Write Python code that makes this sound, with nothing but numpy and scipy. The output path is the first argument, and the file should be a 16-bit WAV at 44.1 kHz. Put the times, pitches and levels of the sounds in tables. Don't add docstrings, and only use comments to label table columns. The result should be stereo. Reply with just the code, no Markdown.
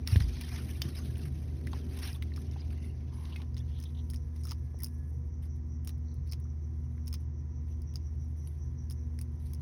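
import sys
import numpy as np
from scipy import signal
from scipy.fft import rfft, irfft, next_fast_len
from scipy.io import wavfile
from scipy.ndimage import uniform_filter1d

SR = 44100
rng = np.random.default_rng(int(sys.argv[2]) if len(sys.argv) > 2 else 0)


def output_pcm(signal):
    pcm = np.clip(np.atleast_2d(signal).T, -1, 1) * 32767
    wavfile.write(sys.argv[1], SR, np.round(pcm).astype(np.int16))


N = 423801
T = np.arange(N) / SR
FFT_SIZE = next_fast_len(N)
BIN_HZ = np.arange(FFT_SIZE // 2 + 1) * SR / FFT_SIZE
RISE_S = .0007
UNSHARED = .5


def undb(db):
    return 10 ** (np.asarray(db) / 20)


def decay(t, t60):
    return np.exp(-np.log(1000) * np.maximum(t, 0) / t60)


def curve(table, column=1):
    rows = np.array(table)
    return np.interp(T, rows[:, 0], rows[:, column], left=-150, right=-150)


def along(table, hz):
    rows = np.array(table, float)
    return np.interp(np.log(hz + 1), np.log(rows[:, 0]), rows[:, 1])


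def colour(x, table):
    shaped = rfft(x, FFT_SIZE) * undb(along(table, BIN_HZ)) * (BIN_HZ < table[-1][0])
    y = irfft(shaped, FFT_SIZE)[..., :N]
    return y / np.sqrt(np.mean(y ** 2))


def waver(rate):
    hold = int(SR / rate)
    steps = np.repeat(rng.standard_normal(N // hold + 1), hold)
    smooth = uniform_filter1d(uniform_filter1d(steps, hold), hold)[:N]
    return smooth / smooth.std()


def ring(x, hz, width):
    edges = np.clip([hz - width / 2, hz + width / 2], 50, SR / 2 - 100)
    return signal.sosfilt(signal.butter(2, edges, "bandpass", fs=SR, output="sos"), x)


def add(out, start, piece):
    i = int(start * SR)
    out[:, i:i + piece.shape[-1]] += piece[..., :N - i]


def impact(t60, tail_db, splinter_db=-60):
    t = np.arange(3000) / SR
    delays, weakness = rng.random((2, 2))
    envelope = decay(t, t60) + undb(tail_db) * np.exp(-t / .016)
    for delay, db in zip(.003 + .011 * delays, splinter_db - 12 * weakness):
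        envelope += undb(db) * (t >= delay) * decay(t - delay, t60)
    noise = rng.standard_normal((3, len(t)))
    return np.minimum(t / RISE_S, 1) * envelope * (noise[0] + UNSHARED * noise[1:])


# (frequency [Hz], correlation [-1 to 1])
COHERENCE = [(30, .999), (150, .995), (300, .96), (600, -.1), (1200, .35), (3000, .5), (5500, .75),
             (12000, .8)]
def far_noise():
    alike = along(COHERENCE, BIN_HZ)
    mid, side = rfft(rng.standard_normal((2, FFT_SIZE)))
    mid, side = mid * np.sqrt(1 + alike), side * np.sqrt(1 - alike)
    return irfft([mid + side, mid - side], FFT_SIZE)[:, :N]


# (frequency [Hz], relative level [dB])
ROOM = [(20, -26.5), (40, -24.5), (58, -1), (95, -10.5), (130, -1.5), (155, -9.5), (185, -21.5),
        (260, -19.5), (290, -27), (335, -20), (400, -30.5), (470, -32), (560, -39), (730, -34.5),
        (860, -42), (1010, -40), (1500, -48.5), (2000, -46), (2800, -58), (4500, -62), (6300, -44.5),
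        (7000, -71)]
def room():
    return colour(far_noise(), ROOM) * undb(-44.5)


# (frequency [Hz], level [dB], level deviation [dB])
HUM = [(59.13, -49, 2.), (77.07, -37.2, .6), (119.97, -52, 2.5), (239.95, -57, 2.6), (359.92, -72, 2.5),
       (479.91, -76, 3.), (959.83, -81.5, 2.), (1017, -84, 1.5)]
def hum():
    phases = rng.random(len(HUM)) * 2 * np.pi
    return sum(np.sqrt(2) * undb(db + wobble * waver(6)) * np.sin(2 * np.pi * hz * T + phase)
               for (hz, db, wobble), phase in zip(HUM, phases))


def bark_chips(grains_per_s=16, scatter_db=2, q=17):
    out = 0
    for hz in 900 * 2 ** np.arange(0, 2.9, .1):
        chance, size = rng.random((2, N))
        hits = (chance < grains_per_s / SR) * undb(-scatter_db * np.log(size + 1e-9))
        noise = rng.standard_normal((3, N))
        scrape = uniform_filter1d(hits, size=600) * (noise[0] + UNSHARED * noise[1:])
        out = out + ring(scrape, hz, hz / q)
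    return out


# (time [s], level [dB], relative treble [dB])
RUB = [(0.0, -65.5, -10), (0.3, -54, -7), (0.75, -56, -4), (1.1, -58.5, -3.5), (1.33, -65.5, -5),
       (1.6, -65.5, -5.5), (1.92, -59.5, -5.5), (2.2, -67.5, -9), (2.5, -63.5, -8), (2.93, -67, -8.5),
       (3.06, -69, -15), (3.3, -61.5, -7), (3.55, -76.5, -5), (3.75, -66.5, -7), (4.05, -77.5, 0),
       (4.7, -78.5, 2), (5.1, -86, 13.5), (5.36, -91, 5), (7.0, -82, -0.5), (7.4, -90.5, -1),
       (7.8, -81, -2.5), (8.7, -82.5, 1), (9.61, -78.5, 1)]
# (start [s], hold [s], level [dB], relative treble [dB])
RUSTLES = [(0.058, 0.094, -47, -6.5), (0.186, .03, -49.5, -8), (0.39, 0.085, -53, -5),
           (0.512, 0.058, -49, -7), (0.67, 0.024, -55.5, -10), (.82, 0.054, -56, -18),
           (0.933, 0.045, -53.5, -3.5), (1.147, 0.11, -60, -4.5), (1.407, 0.018, -69, -4),
           (1.656, 0.143, -60, -5.5), (1.952, 0.063, -54.5, -4), (2.006, 0.078, -47.5, -6),
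           (2.089, 0.053, -56.5, -1), (2.356, 0.05, -62.5, 0.5), (2.578, 0.031, -61, -25),
           (2.685, 0.026, -63.5, -4), (2.814, .06, -67, -3), (3.117, 0.13, -71, -1),
           (3.248, 0.17, -65.5, -10), (3.568, 0.024, -67, -1), (3.765, 0.041, -65.5, -5),
           (3.957, 0.017, -70, -7), (4.08, 0.044, -72, 3), (4.34, 0.057, -69.5, -2), (5.411, 0.032, -69, 2),
           (5.54, 0.0079, -77, 6.5), (7.185, .02, -79.5, 7), (7.658, 0.052, -73.5, -3), (6.25, .05, -74, 1),
           (8.356, 0.214, -80, 5.5), (9.379, 0.12, -73, 3.5)]
# (frequency [Hz], relative gain [dB])
RUB_MID = [(400, -40), (700, 0), (1200, -4), (1700, -1), (2500, 0.5), (4000, -2.5), (5200, -4), (6400, 0.5),
           (7000, -4.5)]
RUB_TOP = [(7800, -25), (8600, -3), (10500, -2), (12300, 3.5), (13000, -17.5), (14200, -7), (15000, -3.5),
           (15800, -33), (16400, -44.5)]
def rubbing(attack_s=.017, release_s=.038):
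    rough = far_noise() * undb(2.8 * waver(250) + .6 * waver(45))
    patches = sum((-1) ** k * ring(rough, hz, .27 * hz) * undb(2.8 * waver(55))
                  for k, hz in enumerate(650 * 2 ** np.arange(0, 3.5, .39)))
    level = undb(curve(RUB))
    treble = level * undb(curve(RUB, column=2))
    for start, hold, db, treble_db in RUSTLES:
        rise = (T - start) / attack_s
        fall = 1 + (start + attack_s + hold - T) / release_s
        swell = undb(db) * np.clip(np.minimum(rise, fall), 0, 1) ** 2
        level = np.hypot(level, swell)
        treble = np.hypot(treble, swell * undb(treble_db))
    mid = colour(patches, RUB_MID) + undb(-3.5) * colour(bark_chips(), RUB_MID)
    top = colour(rough * undb(1.5 * waver(13)), RUB_TOP)
    return mid * level * undb(-2.5) + top * treble


# (time [s], level [dB])
RUMBLE = [(0.0, -46.5), (1.3, -44.5), (3.1, -48.5), (4.2, -63.5)]
# (frequency [Hz], relative level [dB])
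RUMBLE_SPECTRUM = [(70, -5.5), (110, 4), (180, -6.5), (250, -2), (300, -10), (380, -10), (500, -20.5),
                   (800, -22.5)]
def hand_rumble():
    return colour(far_noise() * undb(1.8 * waver(12)), RUMBLE_SPECTRUM) * undb(curve(RUMBLE))


# (time [s], peak level [dB], frequency [Hz], excitation T60 [s])
TAPS = [(0.0737, -58, 2000, 0.033), (0.159, -29.5, 1730, 0.013), (0.2033, -36, 1760, 0.038),
        (1.6711, -37.5, 1910, 0.022), (1.731, -36.5, 930, 0.055), (2.223, -37.5, 2320, 0.03),
        (2.374, -47.5, 1220, 0.033), (2.5606, -45.5, 764, 0.033), (3.361, -47, 2300, 0.03),
        (3.4184, -51, 915, 0.044), (4.135, -49.5, 2050, 0.033), (4.4533, -49, 1200, 0.02),
        (4.4742, -52, 1280, 0.03), (4.518, -40, 1060, 0.024), (4.822, -56, 1090, 0.029),
        (4.834, -22, 15000, .016), (5.8735, -52, 2400, 0.03), (6.979, -53.5, 1830, 0.021),
        (.2024, -35, 3600, .02), (4.834, -52, 1010, .02), (2.318, -47.5, 1930, 0.023),
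        (2.339, -45, 4000, .012), (2.704, -48, 2700, .025), (4.742, -51, 700, .025), (4.743, -48, 403, .03),
        (5.14, -50, 380, .03), (0.413, -39, 5100, .025), (1.155, -45.5, 2900, 0.028),
        (9.189, -50, 1910, 0.02)]
def taps():
    out = np.zeros((2, N))
    for start, db, hz, t60 in TAPS:
        tap = ring(impact(t60, tail_db=-38), hz, .31 * hz)
        add(out, start - RISE_S, tap / np.abs(tap).max() * undb(db))
    return out


# (frequency [Hz], bandwidth [Hz])
SHELL_MODES = [(5300, 720), (3167, 2520), (10700, 3400), (14900, 1300), (6300, 800)]
# (time [s], excitation level [dB], dull gain [dB], bright gain [dB])
CRACKS = [(.0746, -27, 0, -3), (.1597, -41.5, 14, -2), (.2034, -52, 22, -14), (.2224, -38, -22, -18),
          (.4119, -38.5, 3.5, 4), (.8187, -20.5, -9, -12), (1.1806, -56, -4, 13), (1.6701, -40.5, -2, -1),
          (1.7323, -52.5, 17, 1), (1.9896, -35.5, -7, -4), (1.9335, -50, -8, -5), (2.1301, -39, -14, -8),
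          (2.2242, -51.5, 13.5, 12), (2.3617, -37, -7, -8), (2.5124, -46, -5, -20), (2.6057, -50, -10, -15),
          (3.2545, -52.5, 6.5, -8), (3.3619, -57, 18.5, 12), (3.4184, -52.5, 10.5, 0),
          (3.544, -48, -16, -10), (3.5675, -50.5, 9.5, 2), (3.573, -45.5, 2, -8), (3.5796, -40, -5, -11),
          (3.591, -51, -4, -6), (3.801, -45, -15, 3), (3.8259, -41, -18, -5), (3.8387, -43.5, -1.5, -1),
          (4.1009, -39.5, -9, 3.5), (4.1089, -40.5, -17, -3), (4.1351, -45.5, -9, 4),
          (4.1432, -43.5, -1, 2), (4.1603, -39, -14, -8), (4.362, -49, -6, -3), (4.4358, -44, -14, -1),
          (4.4418, -44, -10, -4), (4.4524, -35, -12, -5), (4.4705, -42, -4, 3.5), (4.475, -44, -8, -8),
          (4.4851, -37, -12, -11), (4.4922, -35.5, -12, -8), (4.5019, -36, -11, -16),
          (4.5097, -28.5, -11, -12), (4.5177, -31.5, -5.5, -6.5), (4.789, -54, -4, 7),
          (4.8037, -42, -15, 2), (4.8218, -43, -8, 4), (4.8337, -33, -12.5, -1), (4.8439, -28.5, -16, -1),
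          (4.8612, -43, -6, 5), (4.869, -44, -9, 1), (4.884, -51, -10, -2), (5.8478, -50.5, -4, 9),
          (5.8742, -28.5, -9.5, -5.5), (5.8922, -39, 0, 1), (5.9796, -64, -6, 5), (6.1422, -58, -8, 7),
          (6.315, -38, -16, -7), (6.3225, -30.5, -11.5, -5.5), (6.3324, -39, 1.5, -3), (6.275, -56, 0, 2),
          (6.4006, -59, -5, 7), (7.062, -60, -3, 4), (7.0714, -41.5, -11, -4), (7.0784, -34.5, -9.5, -1.5),
          (7.1075, -55, -8, -3), (7.1282, -32, -11.5, -5), (7.1403, -29, -9.5, -9), (7.146, -45, 2, -6),
          (7.819, -47.5, -18, -2.5), (7.9391, -49, -5, -1), (7.9569, -31.5, -7.5, -9.5),
          (8.4733, -60, 9, 4), (8.8993, -45, -9, 1), (8.9089, -42.5, -2.5, 3.5), (8.9165, -43, -11, -10),
          (8.9233, -45, -15, 2), (9.1895, -42.5, -6, 2), (9.213, -41.5, -5, 8.5), (9.5346, -43.5, -5.5, 6),
          (9.5465, -47, -20, 1)]
def shell_cracks(detune=.03, edge_db=-3):
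    worm_ticks = [(1.2 + 8.4 * when, -79 + 11 * force, -4, 2 + 9 * (tint - force))
                  for when, force, tint in rng.random((60, 3))]
    out = np.zeros((2, N))
    for start, db, dull_db, bright_db in list(CRACKS) + worm_ticks:
        blow = undb(db) * impact(t60=.011, tail_db=-25, splinter_db=-14)
        top_db = bright_db - 6 + .6 * max(db + 37, 0)
        gains = undb([0, dull_db, bright_db, top_db, edge_db])
        tunings = 1 + detune * np.clip(rng.standard_normal(len(SHELL_MODES)), -2, 2)
        shell = sum(gain * ring(blow, hz * tuning, width) * np.sqrt(8000 / width)
                    for gain, tuning, (hz, width) in zip(gains, tunings, SHELL_MODES))
        jaw = ring(blow, hz=1690, width=2200) * undb(dull_db + 2)
        add(out, start - RISE_S, shell + jaw)
    return out


# (start [s], duration [s], frequency [Hz], bandwidth [Hz], level [dB])
SCRATCHES = [(2.725, 0.21, 2120, 295, -69.5), (2.727, 0.22, 2770, 400, -67), (2.792, 0.13, 10000, 690, -69),
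             (3.048, 0.46, 985, 400, -65.5), (3.103, 0.16, 10140, 700, -69),
             (3.311, 0.045, 3250, 1500, -57.5), (3.672, 0.092, 3160, 900, -69.5),
             (3.737, 0.07, 3500, 1300, -62.5), (3.85, 0.024, 3570, 900, -57.5),
             (3.86, 0.048, 3460, 1300, -68), (3.945, 0.018, 3420, 1300, -62),
             (3.962, 0.06, 3460, 1290, -61.5), (6.029, 0.2, 4260, 900, -78.5), (4.4, 0.023, 8900, 700, -67),
             (4.79, 0.041, 2000, 500, -63), (6.449, .025, 1300, 350, -67.5), (0.077, 0.086, 5370, 300, -54),
             (.08, .09, 2760, 300, -56), (0.204, 0.052, 4870, 600, -55), (2.058, 0.041, 3900, 500, -55),
             (2.142, 0.025, 3500, 500, -56), (2.02, .03, 4400, 600, -55), (2.025, .035, 1700, 500, -55),
             (2.591, 0.029, 4900, 450, -58), (0.579, 0.039, 1360, 300, -56), (0.469, 0.052, 2190, 500, -58),
             (.525, .04, 5270, 500, -55.5), (0.943, 0.06, 5140, 900, -54), (3.578, 0.038, 3500, 500, -62),
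             (6.264, 0.055, 5030, 1500, -65)]
def claw_scratches():
    out = np.zeros((2, N))
    for start, duration, hz, width, db in SCRATCHES:
        size = int(duration * SR)
        noise = rng.standard_normal((3, SR // 2))[:, :size]
        rough = (noise[0] + .7 * noise[1:]) * undb(4 * waver(150)[:size])
        band = ring(ring(rough, hz, width), hz, width)
        add(out, start, band / band.std() * undb(db) * signal.windows.tukey(size, .6))
    return out


# (time [s], peak level [dB], frequency [Hz], rise [s], T60 [s])
BUMPS = [(0.1202, -16.5, 98, 0.011, 0.14), (0.1552, -9.5, 88, 0.015, 0.061),
         (.158, -21.5, 178, 0.001, 0.033), (0.205, -14.5, 71, 0.0077, 0.04),
         (0.234, -23, 57.2, 0.0059, 0.56), (0.851, -42, 326, 0.0012, 0.13), (.852, -27, 128, 0.004, 0.071),
         (1.259, -30.5, 130.4, 0.018, 0.22), (2.451, -36, 99.5, 0.06, 0.17)]
def door_bumps():
    out, t = np.zeros((2, N)), np.arange(SR // 2) / SR
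    for start, db, hz, rise, t60 in BUMPS:
        envelope = np.sin(np.pi / 2 * np.minimum(t / rise, 1)) ** 2 * decay(t - rise, t60)
        add(out, start, undb(db) * envelope * np.sin(2 * np.pi * hz * t))
    return out


# (frequency [Hz], peak level [dB], T60 [s])
FRAME = [(3080, -33.5, 0.04), (3470, -36, 0.027), (3620, -34, 0.029), (4600, -37, 0.027),
         (4910, -30, 0.022), (5140, -30.5, .018)]
DISH = [(2136, -45, 0.067), (2540, -41, 0.053)]
GLASS = [(9930, -51.5, .06), (11600, -54, 0.089)]
# (time [s], modes struck [table])
KNOCKS = [(.8188, FRAME), (3.3603, DISH), (8.4725, GLASS)]
def knocks():
    out, t = np.zeros((2, N)), np.arange(SR // 5) / SR
    for start, modes in KNOCKS:
        for hz, db, t60 in modes:
            add(out, start, undb(db) * decay(t, t60) * np.sin(2 * np.pi * hz * t))
    return out


# (time [s], level [dB])
GROAN = [(1.45, -72), (1.62, -55), (1.85, -53), (2.05, -54), (2.17, -75)]
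# (harmonic number [-], relative level [dB])
GROAN_HARMONICS = [(2, -12), (3, -6.5), (4, 0), (6, -6), (7, -13.5), (9, -18.5)]
def groan(fundamental_hz=64.6):
    phase = 2 * np.pi * fundamental_hz * np.cumsum(1 + .0017 * waver(5.02)) / SR
    tone = sum(undb(db) * np.sin(k * phase + k * k) for k, db in GROAN_HARMONICS)
    return np.sqrt(2) * undb(curve(GROAN)) * tone


# (time [s], level [dB])
TRILL = [(3.27, -94), (3.83, -71.5), (5.151, -74.5), (5.73, -68), (7.021, -74.5), (7.73, -70), (8.63, -63),
         (9.18, -71), (9.38, -76), (9.61, -70)]
# (time [s], running count [-])
THROBS = [(3.27, 0), (3.83, 3), (5.15, 10), (5.73, 13), (7.02, 20), (7.73, 24), (8.23, 27), (8.63, 29),
          (9.2, 32), (9.69, 35)]
def insect_trill(hz=5880, width=680, throb_s=.044, scatter_db=1.5):
    chirr = far_noise() * undb(2 * waver(150) + 2 * waver(35))
    band = ring(ring(chirr, hz, width), hz, width)
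    times, counts = np.array(THROBS).T
    nearest = np.round(np.interp(T, times, counts)).astype(int)
    crest_s = np.interp(nearest, counts, times)
    crest_db = np.interp(crest_s, *np.array(TRILL).T)
    crest_db += scatter_db * rng.standard_normal(nearest.max() + 1)[nearest]
    throb = undb(crest_db) * np.exp(-((T - crest_s) / throb_s) ** 2)
    return band / band.std() * (throb + undb(-89))


# (time [s], level [dB])
WHINE = [(4.2, -95), (4.28, -82), (4.5, -86), (4.67, -81), (4.8, -89), (5.03, -74), (5.22, -93),
         (5.3, -100), (8.4, -100), (8.6, -86), (9.1, -82), (9.3, -100)]
def whine(hz=1698):
    return np.sqrt(2) * undb(curve(WHINE)) * np.sin(2 * np.pi * hz * T)


# (frequency [Hz], phase [rad])
PORT_LAG = [(100, .03), (2000, .15), (2580, 1.3), (5340, .5), (6890, 3.1), (9730, 6.2), (12600, 9.3),
            (16000, 12.4)]
def scene():
    left, right = (room() + hum() + rubbing() + hand_rumble() + taps() + shell_cracks()
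                   + claw_scratches() + door_bumps() + knocks() + groan() + insect_trill() + whine())
    size = next_fast_len(N + 64)
    hz = np.arange(size // 2 + 1) * SR / size
    lagged = irfft(rfft(right, size) * np.exp(-1j * along(PORT_LAG, hz)), size)[:N]
    return np.array([left * undb(.13), lagged * undb(.61)])


def record(dry, bass_hz=42, notch_hz=7550, top_hz=17000):
    thin = signal.sosfilt(signal.butter(2, bass_hz, "highpass", fs=SR, output="sos"), dry)
    notch_db = -11 * np.exp(-((BIN_HZ - notch_hz) / 480) ** 4)
    notched = irfft(rfft(thin, FFT_SIZE) * undb(notch_db), FFT_SIZE)[:, :N]
    return signal.sosfilt(signal.ellip(10, .2, 80, top_hz, fs=SR, output="sos"), notched)


dry = scene()
out = record(dry)
output_pcm(out)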